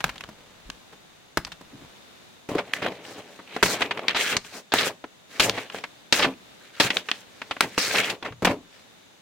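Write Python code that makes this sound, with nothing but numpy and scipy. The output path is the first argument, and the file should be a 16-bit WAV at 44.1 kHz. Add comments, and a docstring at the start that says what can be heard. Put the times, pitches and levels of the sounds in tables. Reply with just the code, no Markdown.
"""Toy blade stabbing a paper-covered box

A two-pronged toy blade stabs a sheet of paper taped over a hollow plastic box, close to a hand-held camera
in a carpeted room. Shaped pulses and noise snap as the taut sheet dents and bursts; random slips rasp as
fibres give way and the blade slides in and out; the sheet's sound rings the box modes.
Before that, pulses, ticks and damped thuds knock the camera about as it is set in place. Steady hiss below."""
import sys
import numpy as np
from scipy import signal
from scipy.fft import rfft, irfft, next_fast_len
from scipy.io import wavfile
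from scipy.ndimage import uniform_filter1d

SR = 44100
rng = np.random.default_rng(int(sys.argv[2]) if len(sys.argv) > 2 else 0)


def put_to_file(sound):
    """Save the sound as 16-bit audio at rate SR, in the file named by the first command-line argument."""
    columns = np.atleast_2d(sound).T  # one column per channel
    safe = np.clip(columns, -1, 1)
    whole_steps = np.round(safe * 32767)
    wavfile.write(sys.argv[1], SR, whole_steps.astype(np.int16))


N = 406161
TIME_S = np.arange(N) / SR

# Colour of the steady hiss. Each row: frequency in Hz, relative level in dB.
HISS_COLOUR = [(15, -65), (25, -21), (76, -5.5), (102, -4), (190, 0.5), (394, -2.5), (516, -2.5), (624, -3),
               (1130, -6.5), (1940, -7.5), (3340, -9), (3620, -5), (4250, -11), (6380, -17.5), (16000, -27)]
# Narrow bands in the hiss. Each row: frequency in Hz, width in Hz, level in dB.
WHINE_BANDS = [(182.5, 5.1, -76), (2950, 250, -73), (3570, 61, -70), (6230, 180, -71), (6800, 200, -71.5),
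               (7980, 120, -77)]
# Fingers shifting on the camera body. Each row: time in seconds, level in dB.
HANDLING_LEVEL = [(0, -66), (.04, -51), (.05, -33.5), (.11, -46), (.24, -56.5), (.36, -53.5), (1.36, -68),
                  (1.42, -59), (1.68, -60), (1.82, -50.5), (1.92, -62)]
# Colour of the skin ticks. Each row: frequency in Hz, relative level in dB.
GRIP_COLOUR = [(25, 1), (200, 3), (1200, -2.5), (3500, -9.5), (12000, -28)]
# Knocks and ticks on the camera body. Each row: start in seconds, level in dB, crest in Hz,
# slope going down from the crest in dB/octave, ring t60 in seconds.
KNOCKS = [(.0055, -32.5, 2220, 0, 0.038), (0.0419, -18, 1200, -6.5, 0.029), (.0927, -31, 2500, -0.5, 0.04),
          (.158, -42.5, 3000, -1, 0.038), (0.1805, -41, 3320, -6, 0.026), (0.2081, -35.5, 2650, -4, 0.031),
          (0.238, -36.5, 2900, 3.5, 0.03), (0.2893, -40, 865, 0.5, 0.042), (0.701, -32.5, 3850, -2, 0.017),
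          (0.9265, -46, 1250, 2.5, 0.059), (1.3723, -17.5, 1550, -0.9, 0.037),
          (1.4491, -32, 5130, -3, 0.021), (1.4681, -41, 1030, -7, .05), (1.519, -36, 3540, -3, 0.045),
          (1.611, -43.5, 716, 3.5, 0.043)]
# Low modes each knock shakes in the camera body. Each row: frequency in Hz, t60 in seconds,
# level in dB relative to the knock.
CAMERA_MODES = [(51.5, 0.12, -15), (158, 0.093, -10.5)]
# Dull thuds of the hand on the camera and of the box as it rocks and springs back.
# Each row: start in seconds, level in dB, pitch in Hz, t60 in seconds.
THUDS = [(.27, -47.5, 211, .31), (.655, -46.5, 45, .35), (.69, -30, 241, 0.048), (1.72, -44, 281, 0.28),
         (1.743, -49, 133, 0.21), (1.813, -47, 284, .12), (1.825, -41.5, 142, 0.16),
         (2.553, -12.5, 302, 0.041), (3.635, -47, 46, 0.21), (3.64, -34, 137, 0.23),
         (4.34, -35, 230, 0.062), (5.469, -38, 102.5, .35), (6.261, -22.5, 264, 0.2),
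         (6.848, -26, 131, 0.093), (7.628, -32, 192, 0.22), (8.306, -39, 116, 0.29),
         (8.486, -23.5, 272, 0.25), (8.497, -35, 106, 0.19), (8.497, -18, 572, 0.091)]
# Room decay. Each row: band centre in Hz, t60 in seconds, relative level in dB.
ROOM_BANDS = [(150, 0.47, 0.5), (403, 0.19, -4.5), (1000, 0.17, -2), (2500, 0.19, -1.5), (6000, 0.21, -4),
              (12000, 0.16, 2.5)]
# Air and wall modes of the box. Each row: frequency in Hz, t60 in seconds, level in dB before the box gain.
BOX_MODES = [(110, 0.15, -2.5), (189, 0.069, -3.5), (252.5, 0.055, 0.5), (288.8, 0.2, 5.5),
             (349, 0.081, -9), (416.4, 0.084, -0.5), (571, 0.1, -6.5), (685, 0.15, -9)]
# Sheet denting, buckling and springing back. Each row: start in seconds, level in dB, crest in Hz,
# slope going down from the crest in dB/octave, ring t60 in seconds.
SNAPS = [(2.4895, -32, 300, -4, 0.036), (2.517, -31, 600, -0.5, 0.038), (2.5512, -26, 450, -3, 0.045),
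         (2.5829, -23.5, 2480, 1.5, 0.065), (2.7363, -20, 1900, -11.5, 0.012), (2.822, -29, 1890, 1, 0.047),
         (2.862, -25, 1700, -0.5, 0.045), (2.9212, -38.5, 2250, 2, 0.025), (3.3905, -42, 1300, 0, 0.059),
         (3.5641, -26, 1330, -2.5, 0.036), (3.7403, -32, 3600, 5, .033), (3.8082, -26, 2400, 1, 0.066),
         (3.819, -18, 3140, -2.5, 0.048), (3.9097, -22, 2980, 0.5, 0.049),
         (3.9735, -31.5, 2160, -3.5, 0.038), (3.9931, -29.5, 2300, 1.5, .018),
         (4.0827, -17, 3680, -6, 0.021), (4.1474, -24, 3900, 2.5, 0.096), (4.1627, -28, 2980, 3.5, 0.048),
         (4.4475, -42.5, 3000, 0.5, 0.034), (4.7204, -22.6, 4130, 0.5, 0.056),
         (4.7848, -19, 3800, -5, 0.049), (5.041, -33.5, 1970, 4, 0.041), (5.5768, -27.5, 2300, -1, 0.064),
         (5.6998, -36, 3120, 1, .03), (5.7463, -32, 1600, -0.5, 0.024), (5.8388, -28.5, 2170, -3.5, 0.042),
         (6.1932, -20, 4540, 5.5, 0.052), (6.2243, -17.5, 3380, -2, 0.075), (6.2464, -17, 2540, .5, 0.053),
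         (6.904, -19, 2970, -2.7, 0.045), (6.9692, -18.5, 3700, -5.5, 0.021), (7.0874, -26, 2500, -4, .047),
         (7.1146, -19.5, 3100, -6, 0.024), (7.4176, -30.5, 2500, -1.5, 0.039),
         (7.5104, -24, 3140, 0.5, 0.046), (7.5664, -34.5, 1700, -1.5, 0.035),
         (7.941, -24.5, 1460, -4, 0.069), (8.226, -33, 3100, 1.5, 0.041), (8.2489, -31, 2200, 0, 0.087),
         (8.323, -42, 2800, 4, 0.035), (8.4222, -25.5, 503, -2.5, 0.065), (8.4715, -17, 2480, 3.5, 0.051)]
# Sheet splitting as the blade goes in or is wrenched out. Each row: start in seconds, level in dB,
# crest in Hz, slope going down from the crest in dB/octave, ring t60 in seconds.
BURSTS = [(3.6276, -11, 2600, 1, 0.046), (3.659, -22.5, 2020, -5, 0.049), (4.3676, -18.5, 6260, 0.5, 0.028),
          (4.7383, -14, 694, -4, 0.02), (5.3974, -13, 3450, -1, 0.059), (5.4963, -19, 5030, 1, 0.016),
          (6.1249, -11.5, 4900, 0.2, 0.039), (6.8008, -12, 3400, 0.5, 0.054),
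          (7.6074, -12.5, 1320, -9, 0.027), (7.7784, -19, 4200, 4, 0.041), (8.1, -25, 3520, -2, 0.044),
          (8.4479, -16, 1900, 0.5, 0.054), (8.452, -18, 2500, -1, 0.041)]
# Rips, the blade cutting on. Each row: start in seconds, length in seconds, rasp in dB,
# sheet flexing in dB relative to rasp, fibre fizz in dB relative to rasp; all before the layer trims.
RIPS = [(2.488, .11, -41, 4, -9), (2.732, 0.037, -36.5, -9, -2.5), (2.818, 0.062, -33, 0, -19),
        (3.629, 0.11, -31.5, -3.5, 3.5), (3.737, 0.12, -36, -2, -10.5), (4.081, 0.029, -29, -14, -22),
        (4.16, 0.18, -25.5, -14.5, -7), (4.739, 0.14, -25.5, -8.5, -5), (5.397, 0.05, -25.5, -8, -1),
        (6.125, 0.11, -27, -5.5, -1), (6.798, 0.073, -25.5, -9.5, -3), (7.616, .025, -30, -3.5, -6.5),
        (7.78, 0.16, -29, -9.5, 1), (7.946, 0.061, -23, -10, -8), (8.024, 0.097, -30.5, -6, -8),
        (8.464, 0.054, -33.5, 1, -7.5)]
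# Rubs, blade and holding hand sliding without cutting. Each row: middle in seconds, half length in seconds,
# rasp in dB, flexing in dB relative to rasp, fizz in dB relative to rasp; all before the layer trims.
RUBS = [(2.842, 0.19, -44.5, -0.5, -10), (3.096, 0.061, -44.5, 0, -1.5), (3.183, 0.032, -46, 5, -5),
        (3.32, 0.15, -53, 1, -4.5), (3.57, 0.082, -42.5, -4.5, -11), (4.04, 0.2, -45.5, 5, -14.5),
        (4.347, 0.035, -40, 4.5, -18), (4.49, 0.069, -47.5, -12, -1.5), (4.565, 0.036, -42, -2, 0.5),
        (5.368, 0.054, -42.5, -5.5, -4), (5.473, 0.043, -36, 5.5, -1.5), (5.582, 0.075, -38.5, -1.5, -7),
        (5.77, 0.043, -40, -3.5, -9), (6.28, 0.042, -42.5, 8, -13), (6.654, 0.052, -52, -11, -7),
        (6.773, 0.038, -44, -14, -6.5), (6.967, 0.046, -37.5, -1.5, -4), (7.136, 0.081, -46.5, -6, -2.5),
        (7.493, 0.19, -54, -5.5, -2.5), (7.758, 0.12, -46, -13, -4), (8.271, 0.038, -46.5, 7.5, -20),
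        (8.77, 0.068, -56.5, -6, -2.5)]
# Colours of the tearing layers. Each row: frequency in Hz, relative level in dB.
RASP_COLOUR = [(500, -30.5), (900, -12), (1250, 2), (1600, 5), (2300, 4.5), (3200, 0.5), (4300, -11),
               (5500, -18.5), (9000, -43.5)]
FLEX_COLOUR = [(30, -33), (75, -22), (110, -6.5), (200, -7.5), (290, -5), (480, 2), (750, -1.5),
               (1100, -4.5), (2000, -40.5)]
FIZZ_COLOUR = [(2800, -25.5), (4000, 5.5), (4900, 5), (6500, 2), (8200, -2), (9800, -7), (13000, -11),
               (16000, -12)]
CRACKLE_COLOUR = [(150, -40), (500, 3.5), (1200, -1.5), (2500, 13), (5000, -2), (9000, -18), (16000, -58)]
# Side relative to mid at the microphone pair. Each row: frequency in Hz, level in dB.
WIDTH = [(50, -8), (150, -20), (350, -21.5), (700, -16), (1300, -11.5), (2400, -5), (4400, -1.5),
         (10000, -0.5)]
# Left minus right. Each row: frequency in Hz, difference in dB.
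BALANCE = [(40, 4), (130, 1.3), (500, 0.9), (1000, 1.5), (2000, -1.2), (4000, 2), (8000, 1.5), (16000, 1)]

HISS_DB = -53
RIP_ATTACK_S, RIP_T60_S, FLEX_T60_S = 0.002, 0.1, 0.18
FLEX_GROWTH_DB, FIZZ_SAG_DB = 5, 4.5  # over one rip: the sheet bends more and fizzes less as the blade slows
TREBLE_HZ = 12000  # where a hit's treble fall is specified
TOP_HZ, CEILING = 15900, 0.85  # upper band limit, peak amplitude before the band limit


def undb(db):
    """Decibels to gain."""
    return 10 ** (np.asarray(db) / 20)


def unit(x):
    """Scale to rms 1."""
    return x / np.sqrt(np.mean(x ** 2) + 1e-20)


def bins(size):
    """Frequencies in Hz of a real spectrum, floored at 1."""
    return np.maximum(np.arange(size // 2 + 1) * SR / size, 1)


def along(points, hz):
    """Read (Hz, value) points on a log-frequency axis."""
    point_hz, value = np.transpose(points)
    return np.interp(np.log(hz), np.log(point_hz), value)


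def colour(x, points):
    """Minimum-phase filter by (Hz, dB) points: no ringing ahead of an attack."""
    size = 2 * next_fast_len(x.shape[-1] // 2 + 2048)
    cepstrum = irfft(np.log(undb(along(points, bins(size)))))
    # fold onto positive time
    cepstrum[1:size // 2] *= 2
    cepstrum[size // 2 + 1:] = 0
    response = np.exp(rfft(cepstrum))
    return irfft(rfft(x, size) * response)[..., :x.shape[-1]]


def fade(t, t60_s):
    """Exponential decay, 60 dB in t60_s."""
    return np.exp(-np.log(1000) * t / max(t60_s, 1e-3))


def walk(rate_hz):
    """Smooth random wander of spread near 1."""
    step = max(int(SR / rate_hz), 1)
    held = np.repeat(rng.standard_normal(N // step + 1), step)
    return unit(uniform_filter1d(held, step)[:N])


def add(track, start_s, sound):
    """Mix a sound in at start_s."""
    i = max(int(start_s * SR), 0)
    track[..., i:i + sound.shape[-1]] += sound[..., :N - i]


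def ports(pair):
    """Mid and side to left and right: low sound reaches both ports nearly alike, treble differs."""
    mid, side = pair[0], colour(pair[1], WIDTH)
    return np.array([mid + side, mid - side])


def grains(rate_hz, spread_db):
    """Tiny slips at random moments, many weak and a few strong; mid and side."""
    occurs = rng.random(N) < rate_hz / SR
    sizes = occurs * undb(spread_db * np.minimum(rng.exponential(size=N), 5))
    return sizes * np.array([rng.choice([-1, 1], N), rng.standard_normal(N)])


def hiss(trim_db, waver_db):
    """Steady quiet noise with a few narrow, whining bands, unrelated left and right."""
    level_db = HISS_DB + trim_db + waver_db * walk(3.3)
    broad = unit(colour(rng.standard_normal((2, N)), HISS_COLOUR)) * undb(level_db)
    size = 2 * next_fast_len(N // 2 + 1)
    power = 0
    for hz, width_hz, db in WHINE_BANDS:
        peak = 1 / (1 + (2 * (bins(size) - hz) / width_hz) ** 2) ** 2
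        power = power + undb(db) ** 2 * peak / peak.mean()
    noise = rfft(rng.standard_normal((2, size)))
    whine = irfft(noise * np.sqrt(power))[:, :N]
    return broad + whine


def room(x, wet_db, gap_s):
    """A short, carpeted room: scattered echoes that thicken into a tail, each band with its own decay."""
    t = TIME_S[:SR // 2]
    echoes = rng.standard_normal((2, len(t))) * undb(2 * rng.standard_normal(len(t)))
    spectrum, tail = rfft(unit(echoes), len(t)), 0
    centres_hz = [row[0] for row in ROOM_BANDS]
    for share, (hz, t60_s, db) in zip(np.eye(len(ROOM_BANDS)), ROOM_BANDS):
        weight = along(np.transpose([centres_hz, share]), bins(len(t)))
        tail = tail + undb(db) * irfft(spectrum * weight, len(t)) * fade(t, t60_s)
    # silent for gap_s, then up to full over another gap_s
    tail = ports(tail * np.clip(t / gap_s - 1, 0, 1))
    tail /= np.sqrt(np.sum(tail ** 2) / 2)
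    return undb(wet_db) * signal.fftconvolve(x.mean(0)[None], tail, axes=1)[:, :N]


def handling(rate_hz, spread_db):
    """Skin creaks on the camera shell in small, dull ticks."""
    time_s, db = np.transpose(HANDLING_LEVEL)
    ticks = unit(ports(colour(grains(rate_hz, spread_db), GRIP_COLOUR)))
    return ticks * undb(np.interp(TIME_S, time_s, db, right=-120))


def thuds(rise_s, rough):
    """Heavily damped sines with dull noise, plus the body modes shaken by each camera knock."""
    out, t = np.zeros((2, N)), TIME_S[:SR // 2]
    shakes = [(start_s, db + mode_db, hz, t60_s)
              for start_s, db, *_ in KNOCKS for hz, t60_s, mode_db in CAMERA_MODES]
    for start_s, db, hz, t60_s in THUDS + shakes:
        dull = [(hz / 4, -24), (hz, 0), (hz * 2, -14), (hz * 8, -60)]
        pair = rough * unit(colour(rng.standard_normal((2, len(t))), dull))
        pair[0] += np.sin(2 * np.pi * hz * t)
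        envelope = fade(t, t60_s) * (1 - np.exp(-t / rise_s))
        add(out, start_s, undb(db) * pair * envelope)
    return ports(out)


def hits(table, crack_db, grit_db, bass_db, treble_db):
    """A sharp pulse, then a short crinkly ring; above its crest it falls to treble_db at TREBLE_HZ."""
    out, t = np.zeros((2, N)), TIME_S[:4096]
    attack = int(0.01 * SR)
    octaves = np.array([-5, -2, 0, 5])
    for start_s, db, crest_hz, below, t60_s in table:
        above = treble_db / np.log2(TREBLE_HZ / crest_hz)  # dB/octave
        grit = undb(grit_db * np.repeat(rng.standard_normal(len(t) // 32), 32))
        # longer rings hold for a moment before they die away
        hold_s = max(t60_s - 0.03, 0) * 0.27
        pair = rng.standard_normal((2, len(t))) * grit * fade(np.maximum(t - hold_s, 0), t60_s)
        pair /= np.sqrt(np.sum(pair[0] ** 2))
        # a short ring means a clean buckle: stronger first pulse
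        pair[0, 0] -= undb(crack_db) * (0.033 / max(t60_s, 0.01)) ** 1.02
        shape_db = [below * 2 + bass_db, below * 2, 0, above * 5]
        sound = ports(colour(pair, np.transpose([crest_hz * 2. ** octaves, shape_db])))
        # level is the rms of the first 10 ms
        add(out, start_s, sound * undb(db) / np.sqrt(np.mean(sound[:, :attack] ** 2)))
    return out


def box(sheet, gain_db):
    """The sheet drives the hollow box, whose low modes ring on after it."""
    t = TIME_S[:SR // 2]
    ring = 0
    for hz, t60_s, db in BOX_MODES:
        decay = fade(t, t60_s)
        ring = ring + undb(db) * np.cos(2 * np.pi * hz * t) * decay / np.sum(decay) * 2
    return undb(gain_db) * signal.fftconvolve(sheet, ring[None], axes=1)[:, :N]


def strokes():
    """Levels in dB of rasp, flexing and fizz: a rip starts at once, holds and dies; a rub swells and fades."""
    power, t = np.zeros((3, N)), TIME_S[:SR]
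    for start_s, length_s, db, flex_db, fizz_db in RIPS:
        attack = np.minimum(t / RIP_ATTACK_S, 1)
        after_s = np.maximum(t - length_s, 0)
        progress = np.minimum(t / length_s, 1) - 0.5
        rasp = fade(after_s, RIP_T60_S)
        flex = fade(after_s, FLEX_T60_S) * undb(flex_db + FLEX_GROWTH_DB * progress)
        fizz = rasp * undb(fizz_db - FIZZ_SAG_DB * progress)
        add(power, start_s, (undb(db) * attack * np.array([rasp, flex, fizz])) ** 2)
    for middle_s, half_length_s, db, flex_db, fizz_db in RUBS:
        swell = np.exp(-((t - 0.5) / half_length_s) ** 2)
        gains = undb([db, db + flex_db, db + fizz_db])
        add(power, middle_s - 0.5, np.outer(gains, swell) ** 2)
    return 10 * np.log10(power + 1e-12)


def shifting(x, rate_hz, depth_db):
    """As the tear moves, the sheet favours now one band and now another."""
    size = 2 * next_fast_len(N // 2 + 1)
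    spectrum, centres_hz = rfft(x, size), np.geomspace(400, 6400, 13)
    out = 0
    for share in np.eye(len(centres_hz)):
        weight = along(np.transpose([centres_hz, share]), bins(size))
        band = irfft(spectrum * weight)[:, :N]
        out = out + band * undb(depth_db * walk(rate_hz))
    return out


def drag(rasp_trim_db, fizz_trim_db, flex_trim_db, crackle_db, crackle_t60_s):
    """Fibres catch and let go on the blade: the sheet rasps, flexes and fizzes in uneven spurts."""
    rasp_db, flex_db, fizz_db = strokes()
    slips = shifting(grains(rate_hz=4000, spread_db=0.5), rate_hz=40, depth_db=2.5)
    slips = slips * undb(1.07 * walk(140))
    folds = grains(rate_hz=1200, spread_db=1.5) * undb(1.5 * walk(60))
    # now and then a whole bundle of fibres parts with a tiny crack
    bundles = np.abs(grains(rate_hz=110, spread_db=3.0)[0])
    crack_envelope = signal.fftconvolve(bundles, fade(TIME_S[:SR // 20], crackle_t60_s))[:N]
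    cracks = rng.standard_normal((2, N)) * crack_envelope
    layers = ((slips, RASP_COLOUR, rasp_db + rasp_trim_db),
              (slips, FIZZ_COLOUR, fizz_db + fizz_trim_db),
              (folds, FLEX_COLOUR, flex_db + flex_trim_db),
              (cracks, CRACKLE_COLOUR, rasp_db + crackle_db))
    return sum(unit(ports(colour(source, points))) * undb(db) for source, points, db in layers)


def scene():
    """Hiss, camera handling, and paper over its box, with room echoes."""
    background = hiss(trim_db=0, waver_db=1.75)
    knocks = hits(KNOCKS, crack_db=-5.5, grit_db=-3.0, bass_db=-20.0, treble_db=-27.5)
    camera = knocks + handling(rate_hz=1200, spread_db=3.0)
    dull_thuds = thuds(rise_s=0.003, rough=0.78)
    bursts = hits(BURSTS, crack_db=-5.5, grit_db=1, bass_db=-8, treble_db=-25.5)
    snaps = hits(SNAPS, crack_db=-7, grit_db=2, bass_db=-16, treble_db=-40)
    tearing = drag(rasp_trim_db=-1.5, fizz_trim_db=0, flex_trim_db=-0.5, crackle_db=-5.0, crackle_t60_s=0.02)
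    sheet = bursts + snaps + tearing
    paper = sheet + box(sheet, gain_db=0.5)
    echoes = room(paper, wet_db=-14, gap_s=0.0045) + room(knocks, wet_db=-14.5, gap_s=0.0092)
    return background + camera + dull_thuds + echoes + paper


def record(dry):
    """Left is a little louder in most bands; the highest peaks are rounded and the top is cut."""
    tilted = np.array([colour(channel, [(hz, sign * db / 2) for hz, db in BALANCE])
                       for channel, sign in zip(dry, (1, -1))])
    rounded = tilted / (1 + (tilted / CEILING) ** 4) ** 0.25
    low_pass = signal.ellip(10, 0.2, 70, TOP_HZ, fs=SR, output="sos")
    return signal.sosfilt(low_pass, rounded)


dry = scene()
out = record(dry)
put_to_file(out)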